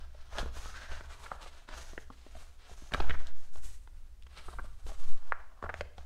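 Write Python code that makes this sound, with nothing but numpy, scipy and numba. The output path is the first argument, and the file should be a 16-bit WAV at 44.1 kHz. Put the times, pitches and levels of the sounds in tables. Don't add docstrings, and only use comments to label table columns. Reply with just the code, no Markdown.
import sys
import numpy as np
from scipy import signal
from scipy.fft import rfft, irfft, next_fast_len
from scipy.io import wavfile
from scipy.ndimage import map_coordinates
from numba import njit

SR = 44100
rng = np.random.default_rng(int(sys.argv[2]) if len(sys.argv) > 2 else 0)


def pcm_store(signal):
    levels = np.round(np.clip(np.atleast_2d(signal), -1, 1) * 32767)
    wavfile.write(sys.argv[1], SR, levels.astype(np.int16).T)


N = 267201
TIME = np.arange(N) / SR


def amp(db):
    return 10 ** (np.asarray(db) / 20)


def unit(x):
    return x / np.sqrt(np.mean(x ** 2) + 1e-20)


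def along(points, hz):
    f, values = np.transpose(points)
    return np.interp(np.log(hz + 1), np.log(f + 1), values)


def wobble(rate):
    points = rng.standard_normal(int(N * rate / SR) + 4)
    return map_coordinates(points, [TIME * rate])


def filtered(x, response):
    size = next_fast_len(len(x) + 8192)
    return irfft(rfft(x, size) * response(np.fft.rfftfreq(size, 1 / SR)), size)[:len(x)]


def coloured(x, tone):
    return unit(filtered(x, lambda f: amp(along(tone, f))))


def resonance(f, hz, width):
    return 1j * f * width / (hz * hz - f * f + 1j * f * width)


def lowpass(f, hz, order):
    return 1 / np.polyval(signal.butter(order, 1, analog=True)[1], 1j * f / hz)


@njit
def gliding_ring(x, hz, loss):
    out = np.zeros(len(x))
    speed, place = 0., 0.
    for i in range(len(x)):
        turn = np.tan(np.pi * hz[i] / SR)
        out[i] = (speed + turn * (x[i] - place)) / (1 + turn * (turn + loss))
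        speed = 2 * out[i] - speed
        place += 2 * turn * out[i]
    return out


def slips(rate, spread_db):
    hit = rng.random(N) < rate / SR
    size = amp(spread_db * np.minimum(rng.exponential(size=N), 4))
    return unit(hit * size * rng.standard_normal(N))


# (start [s], rise [s], length [s],
# fade from slowing [dB], rub level [dB], flutter over rub [dB], hiss over rub [dB])
STROKES = [(0, 0.0042, 0.104, 11, -64, 2.5, -13), (0.121, 0.054, 0.225, 0.5, -65.5, -1, -13),
           (0.287, 0.125, 0.1283, 3.5, -51.5, 7.5, -9), (0.457, .01, 0.108, -1.5, -76, 4, -13),
           (0.514, 0.051, 0.185, 3, -54, 0, -6.5), (0.666, 0.115, 0.1903, 4, -55, 3, -12),
           (0.877, 0.0167, 0.193, 6, -58.5, 4.5, -10), (1.073, 0.0377, 0.0735, 0, -58, 1.5, -11),
           (1.155, 0.0622, 0.113, 0, -59, 3, -8), (1.289, 0.0274, 0.107, 0.5, -68, 12.5, -7.5),
           (1.406, 0.013, 0.0873, 5.5, -55.5, -2, -12), (1.498, 0.041, 0.129, 1.5, -65, -1, -11.5),
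           (1.668, 0.0157, 0.087, -1.5, -58.5, 3, -20), (1.715, 0.0653, 0.3093, 10.5, -57.5, -2, -4.5),
           (2.089, 0.034, 0.227, 0, -67, -7.5, -11), (2.3, 0.116, 0.2416, 10, -62, -2.5, -7.5),
           (2.577, 0.0153, 0.111, 2.5, -63.5, -6, -19), (2.656, 0.0304, 0.239, -1.5, -67, -2, -4.5),
           (2.907, 0.0277, 0.204, 8, -57.5, 13.5, -7), (3.111, 0.0124, 0.1726, 3, -61.5, 2, -12),
           (3.3, 0.075, 0.1544, -2.5, -72, -1, -4.5), (3.507, 0.0703, 0.0653, 2.5, -63.5, 1, 0),
           (3.607, 0.0478, 0.253, 22.5, -59.5, -17, 0.5), (3.891, .07, 0.204, 8, -75.5, 0.5, -6.5),
           (4.283, 0.1313, 0.1508, 4.5, -55.5, -3, -17), (4.416, 0.051, 0.492, 12, -64.5, 1.5, -5.5),
           (4.845, 0.0247, 0.056, -2.5, -64, -2.5, -3.5), (4.917, 0.078, 0.2097, 1.5, -63.5, -1, -5),
           (5.127, 0.154, 0.175, 2.5, -67.5, 6.5, -9), (5.326, 0.034, 0.4, 7.5, -78.5, 15, -18.5),
           (5.611, 0.017, 0.123, 4, -71.5, 18, -9), (5.71, 0.11, 0.092, 11.5, -59.5, -4, -9.5),
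           (5.958, 0.0205, 0.12, 7.5, -70, 2.5, -8.5)]

def stroke_levels(stop_db_per_s=192):
    power = np.full((3, N), 1e-10)
    for start, rise, length, slowing_db, rub_db, flutter_db, hiss_db in STROKES:
        t = TIME - start
        progress = np.clip((t - rise) / max(length - rise, .01), 0, 1)
        speed = np.clip(t / rise, 0, 1) * amp(-slowing_db * progress)
        release = amp(-stop_db_per_s * np.maximum(t - length, 0))
        gains = amp(rub_db + np.array([[flutter_db], [0], [hiss_db]]))
        power += (gains * speed * release) ** 2
    return 10 * np.log10(power)


# (time [s], hollow pitch [Hz], hollow over sheet [dB], edge hiss pitch [Hz])
SHEET_ARCH = [(0, 1436, -9.5, 5110), (.6, 1162, -2, 7070), (.74, 1356, 12.5, 6280), (.84, 1613, 4.5, 6020),
              (1.06, 1550, -5.5, 6960), (1.18, 1020, 3, 7620), (1.4, 1120, -2.5, 7460),
              (1.82, 1572, -13, 6466), (2.42, 1100, -11.5, 7460), (2.82, 1120, -23, 6690),
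              (3.2, 1670, -7, 6360), (3.7, 1530, -10, 7660), (4.42, 1243, 2, 8680),
              (5.02, 1178, -1.5, 7090), (5.4, 1037, 1, 7220), (6.06, 1415, -13, 6630)]
# (frequency [Hz], relative level [dB])
FLUTTER_TONE = [(70, -38.5), (150, -2), (270, -11), (400, -6), (520, 0), (630, 6.5), (800, 4), (1100, 2.5),
                (1600, 3.5), (2000, -11), (3000, -11), (6000, -39.5), (12000, -80.5)]
RUB_TONE = [(900, 4), (1900, 5), (2800, 5), (4000, 5), (5200, -0.5), (6800, -10.5), (8500, -7.5),
            (12000, -45.5)]
HISS_TONE = [(3000, -9.5), (5000, 1), (6400, 0), (7400, -6), (8500, -3), (9600, -4), (11000, -2),
             (13000, -3.5), (15700, -26)]
FIZZ_TONE = [(6000, -11), (10000, -3.5), (12500, -10), (15700, -17)]

def sliding_paper():
    flutter_db, rub_db, hiss_db = stroke_levels()
    times, *columns = np.transpose(SHEET_ARCH)
    hollow_hz, hollow_db, edge_hz = [np.interp(TIME, times, column) for column in columns]
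    grip_db = 2.23 * wobble(50)
    sheet = coloured(slips(rate=2500, spread_db=2.5), FLUTTER_TONE)
    hollow = slips(rate=3000, spread_db=-1.0)
    for _ in range(2):
        hollow = unit(gliding_ring(hollow, hollow_hz, loss=.36))
    blend = (sheet + amp(hollow_db) * hollow) / np.hypot(1, amp(hollow_db))
    flutter = amp(flutter_db + grip_db) * blend
    rub = amp(rub_db + 1.1 * grip_db) * coloured(slips(rate=8000, spread_db=0), RUB_TONE)
    edge = gliding_ring(slips(rate=14000, spread_db=1.8), edge_hz, loss=.3)
    hiss = amp(hiss_db + 0.874 * grip_db + 3) * coloured(edge, HISS_TONE)
    fizz = amp(1.1083 * hiss_db + 1) * coloured(slips(rate=5700, spread_db=2.5), FIZZ_TONE)
    return flutter + rub + hiss + fizz


# (time of peak [s], strength [dB], time to fade by 60 dB [s])
PUSHES = [(0, -45.5, 10.5), (0.339, -36.5, 0.2), (0.412, -31, 0.225), (0.454, -35, 0.69), (0.558, -39.5, 1),
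          (0.914, -39.5, 1.23), (1.339, -44, 0.51), (1.722, -45.5, 4.74), (1.968, -45.5, 1),
          (2.37, -46.5, 0.89), (2.72, -46, 3.18), (2.96, -30, 0.01), (3.0, -29.5, 0.38),
          (3.101, -32.5, 0.77), (3.588, -44, .5), (3.659, -42, 1.8), (3.961, -46.5, 2.32),
          (4.229, -49, 4.9), (4.479, -40, 0.27), (4.561, -36.5, 1.43), (4.865, -33, 0.4149),
          (5.331, -48, 0.06), (5.406, -46, 0.36), (5.65, -39.5, 1.15), (5.8, -40.5, 0.56),
          (5.989, -43, 0.6)]
# (frequency [Hz], relative level [dB])
RUMBLE_TONE = [(5, 10.5), (15, 15.5), (28, 10), (42, -8), (54, -9), (65, 5), (80, -10.5), (120, -13),
               (200, -37.5), (500, -56.5)]

def shifting_book(rise_s=0.0355, typical_rock_hz=58.04, rock_db=-4.5, scuff_db=1, held_db=-57.5):
    rumble_power = np.full(N, amp(held_db) ** 2)
    rocking = np.zeros(N)
    for peak, db, fade_s in PUSHES:
        t = TIME - peak
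        rise = np.sin(np.pi / 2 * np.clip(1 + t / rise_s, 0, 1)) ** 2
        push = rise * amp(db - 60 * np.maximum(t, 0) / fade_s)
        rock_hz = typical_rock_hz * np.exp(0.22 * rng.standard_normal())
        rocking += push * np.sin(2 * np.pi * rock_hz * t)
        rumble_power += (amp(scuff_db) * push) ** 2
    rumble = np.sqrt(rumble_power) * coloured(rng.standard_normal(N), RUMBLE_TONE)
    return amp(rock_db) * rocking + rumble


# (frequency [Hz], relative level [dB])
BACKGROUND_TONE = [(25, 8), (60, 11.5), (110, -19.5), (200, -2.5), (600, -8), (1500, -11), (3000, -14.5),
                   (6500, -16), (10000, -20), (15500, -25.5)]

def background():
    return amp(-69.5) * coloured(rng.standard_normal(N), BACKGROUND_TONE)


def crinkle(length, rate=750, spread_db=3.5, detune=0.113):
    jitter, size, pitch = rng.standard_normal((3, 64))
    k = np.arange(min(1 + int(length * rate), 64))
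    later = k > 0
    delay = (k + later * np.clip(0.2683 * jitter[k], -.5, .5)) / rate
    force = np.where(later, np.sign(pitch[k - 1]), 1) * amp(later * spread_db * size[k])
    ratio = np.exp(later * detune * pitch[k])
    return np.array([delay, force, ratio])[:, :, None]


# (pitch [Hz], width [Hz], relative level [dB])
COVER_RINGS = [(597.5, 31.6, 1.5), (642.7, 119.6, 6)]
BOOK_RINGS = [(148.7, 116, 0.5), (202.5, 20, -3.5), (262.9, 44.6, -3), (350.6, 101, -4.5),
              (446.6, 16.5, -4)]
# (frequency [Hz], relative level [dB])
TICK_TONE = [(1800, -26.5), (3000, 3), (4600, -3), (6000, -9.5), (9000, -15.5), (15000, -36.5)]

def paper_hit(start, length, hz, sheet_db, knock_db, thud_db, tick_db, trim_db=-10, knock_trim_db=-2.5):
    size = 3072
    f = np.fft.rfftfreq(size, 1 / SR)
    delay, force, ratio = crinkle(length)
    clicks = force * np.exp(-2j * np.pi * f * delay)
    bass_cut = (1j * f / (700 + 1j * f)) ** 2
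    bend = resonance(f, hz * ratio, width=0.676 * hz * ratio)
    top_hz = min(hz * (1.48 + 1.453 * amp(tick_db - sheet_db)), 4600)
    sheet = irfft((clicks * bend).sum(0) * bass_cut * lowpass(f, top_hz, order=5))
    cover, book = [sum(amp(db) * resonance(f, pitch, width) for pitch, width, db in rings)
                   for rings in (COVER_RINGS, BOOK_RINGS)]
    knock = irfft(clicks.sum(0) * cover * bass_cut * lowpass(f, 1370, order=2))
    thud = irfft(clicks.sum(0) * book * lowpass(f, 610, order=3))
    age = np.arange(size) / SR / (0.00065 + 0.41 * length)
    tick = coloured(rng.standard_normal(size) * age * np.exp(-1.5 * age), TICK_TONE)
    paper = amp(sheet_db) * unit(sheet) + amp(tick_db) * tick
    body = amp(knock_db + knock_trim_db) * unit(knock) + amp(thud_db) * unit(thud)
    out = np.zeros(N + size)
    out[round(start * SR):][:size] = amp(trim_db) * (paper + body)
    return out[:N]


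# (time [s], thud level [dB], knock over thud [dB])
TAPS = [(.146, -65.5, 11.5), (.352, -63.5, 19), (.428, -40, -8), (0.4586, -45, -4.5), (.568, -57.5, 7),
        (1.4592, -63, 15.5), (1.932, -50, -0.5), (2.264, -53, -1.5), (2.351, -59, 11), (2.365, -65.5, 13),
        (2.694, -66, 15), (2.713, -54, -0.5), (2.821, -53, -7), (3.556, -62, 11.5), (4.642, -57, 4),
        (4.916, -55, 9.5), (5.9809, -55, 8)]

def finger_taps():
    return sum(paper_hit(start, length=.005, hz=1100, sheet_db=db + knock - 22,
                         knock_db=db + knock, thud_db=db, tick_db=db + knock - 19)
               for start, db, knock in TAPS)


# (time [s], crinkle length [s], sheet pitch [Hz], sheet level [dB], knock over sheet [dB], thud over sheet
# [dB], tick over sheet [dB])
BUCKLES = [(.322, 0.0167, 1290, -57, 10, -8.5, -1.5), (.375, 0.0165, 994, -40.5, 0.5, -8.5, -16),
           (0.3836, 0.00263, 1240, -40.5, 2, -10.5, 0), (0.3879, 0.014, 1400, -52.5, 15.5, 5, 12),
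           (.658, 0, 904, -51.5, -3.5, -3, -9), (.913, 0.0129, 1364, -48.5, -2.5, -2.5, -7.5),
           (1.009, 0.0011, 1183, -49.5, -10, -2, -13.5), (1.26, 0.0078, 1380, -45.5, -26, -17, -20),
           (1.316, .0022, 994, -35, -18, -13, -40.5), (1.688, 0.0037, 1090, -48, -4, -5, -11),
           (1.978, 0.0025, 1630, -40.5, -20, -2.5, -41), (2.101, 0.0065, 874, -50, -4.5, 1, -20),
           (2.9197, 0.0033, 1340, -45.5, -5.5, 2, -10.5), (2.9373, 0.0026, 1616, -33, -10, -4.5, -6),
           (2.9452, 0.00276, 1208, -30, -22.5, -4.5, -16), (3.001, 0.00525, 954, -32.5, -10.5, -3, -22.5),
           (3.0025, .004, 3000, -41, -18.5, -20, -17.5), (3.012, 0.0127, 1230, -47, -12, -7, -16.5),
           (3.0956, 0.0038, 1623, -37.5, -27.5, -2.5, -13), (3.104, .008, 1850, -33, -32.5, -8.5, -23),
           (3.139, 0.0168, 1354, -41.5, -13.5, -11.5, -31.5), (3.8746, 0.0017, 974, -57.5, -21, -11, -10.5),
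           (4.266, .005, 1190, -59.5, -23, -6.5, -4.5), (4.482, 0.0077, 977, -46, -13, -3, -34),
           (4.527, .014, 888, -50.5, -8, -7, -11), (4.586, 0.0116, 1140, -39, -17, -11, -45.5),
           (4.865, 0.0061, 920, -55.5, -10.5, 7.5, -1), (4.885, 0.0233, 1006, -60.5, 14, 5, 3),
           (5.3219, 0.00127, 1261, -26.5, -13, -29.5, -36.5), (5.6254, 0.0039, 1043, -40.5, -9, -5, -23.5),
           (5.639, 0.0074, 1100, -41, 3.5, -4, -24), (5.658, 0.0095, 1017, -42.5, -13.5, -23.5, -38),
           (5.692, 0.01075, 1260, -33.5, -14.5, -12.5, -28), (5.7412, 0.00037, 1530, -39.5, -0.5, -14, -15),
           (5.809, 0.0026, 1509, -38.5, 6, -6, -10.5)]

def buckling_sheets():
    return sum(paper_hit(start, length, hz, db, db + knock, db + thud, db + tick)
               for start, length, hz, db, knock, thud, tick in BUCKLES)


# (middle [s], strength [dB], time scale [s], lean from push to suction [-1 to 1])
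PAGE_SWEEPS = [(3.143, -16, 0.0613, -0.091), (3.44, -22.5, 0.1117, -0.231), (5.083, -15, 0.04206, 0.352),
               (5.328, -30.5, 0.0804, -0.82)]

def fanned_air():
    pressure = np.zeros(N)
    for middle, db, scale_s, lean in PAGE_SWEEPS:
        position = (TIME - middle) / scale_s
        pressure -= amp(db) * (position + lean) * np.exp((1 - position ** 2) / 2)
    return pressure


# (time [s], level [dB])
FLICKS = [(3.27, -54), (3.558, -67), (3.584, -74.5), (4.224, -63), (4.234, -69), (5.9815, -62.5)]

def corner_flicks():
    return sum(paper_hit(start, length=0, hz=2900, sheet_db=db,
                         knock_db=-np.inf, thud_db=-np.inf, tick_db=db + 2)
               for start, db in FLICKS)


# (frequency [Hz], time to fade by 60 dB [s])
ROOM_DECAY = [(150, 0.746), (1200, 0.43), (4000, 0.61), (12000, 0.066)]

def room(x, near_db, tail_db):
    out = x.copy()
    step = SR // 4
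    for start in range(0, N, step):
        hz, t, noise = signal.stft(rng.standard_normal(SR // 2), SR, nperseg=256)
        fade = amp(-60 * t / along(ROOM_DECAY, hz)[:, None])
        tail = signal.istft(noise * fade, SR, nperseg=256)[1]
        age = np.arange(len(tail)) / SR
        tail *= 1 - np.exp(-age / 0.01144)
        near = rng.standard_normal(len(tail)) * amp(-60 * age / 0.0339) * (age > .002)
        echo = amp(near_db) * near / np.linalg.norm(near) + amp(tail_db) * tail / np.linalg.norm(tail)
        reflected = signal.fftconvolve(x[start:start + step], echo)[:N - start]
        out[start:start + len(reflected)] += reflected
    return out


def scene():
    paper = sliding_paper() + finger_taps() + buckling_sheets() + corner_flicks()
    paper_in_room = room(paper, near_db=-10.5, tail_db=-18.5)
    return (paper_in_room + shifting_book() + background() + fanned_air())[None]


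def record(dry):
    return filtered(dry[0], lambda f: f < 15750)[None]


dry = scene()
out = record(dry)
pcm_store(out)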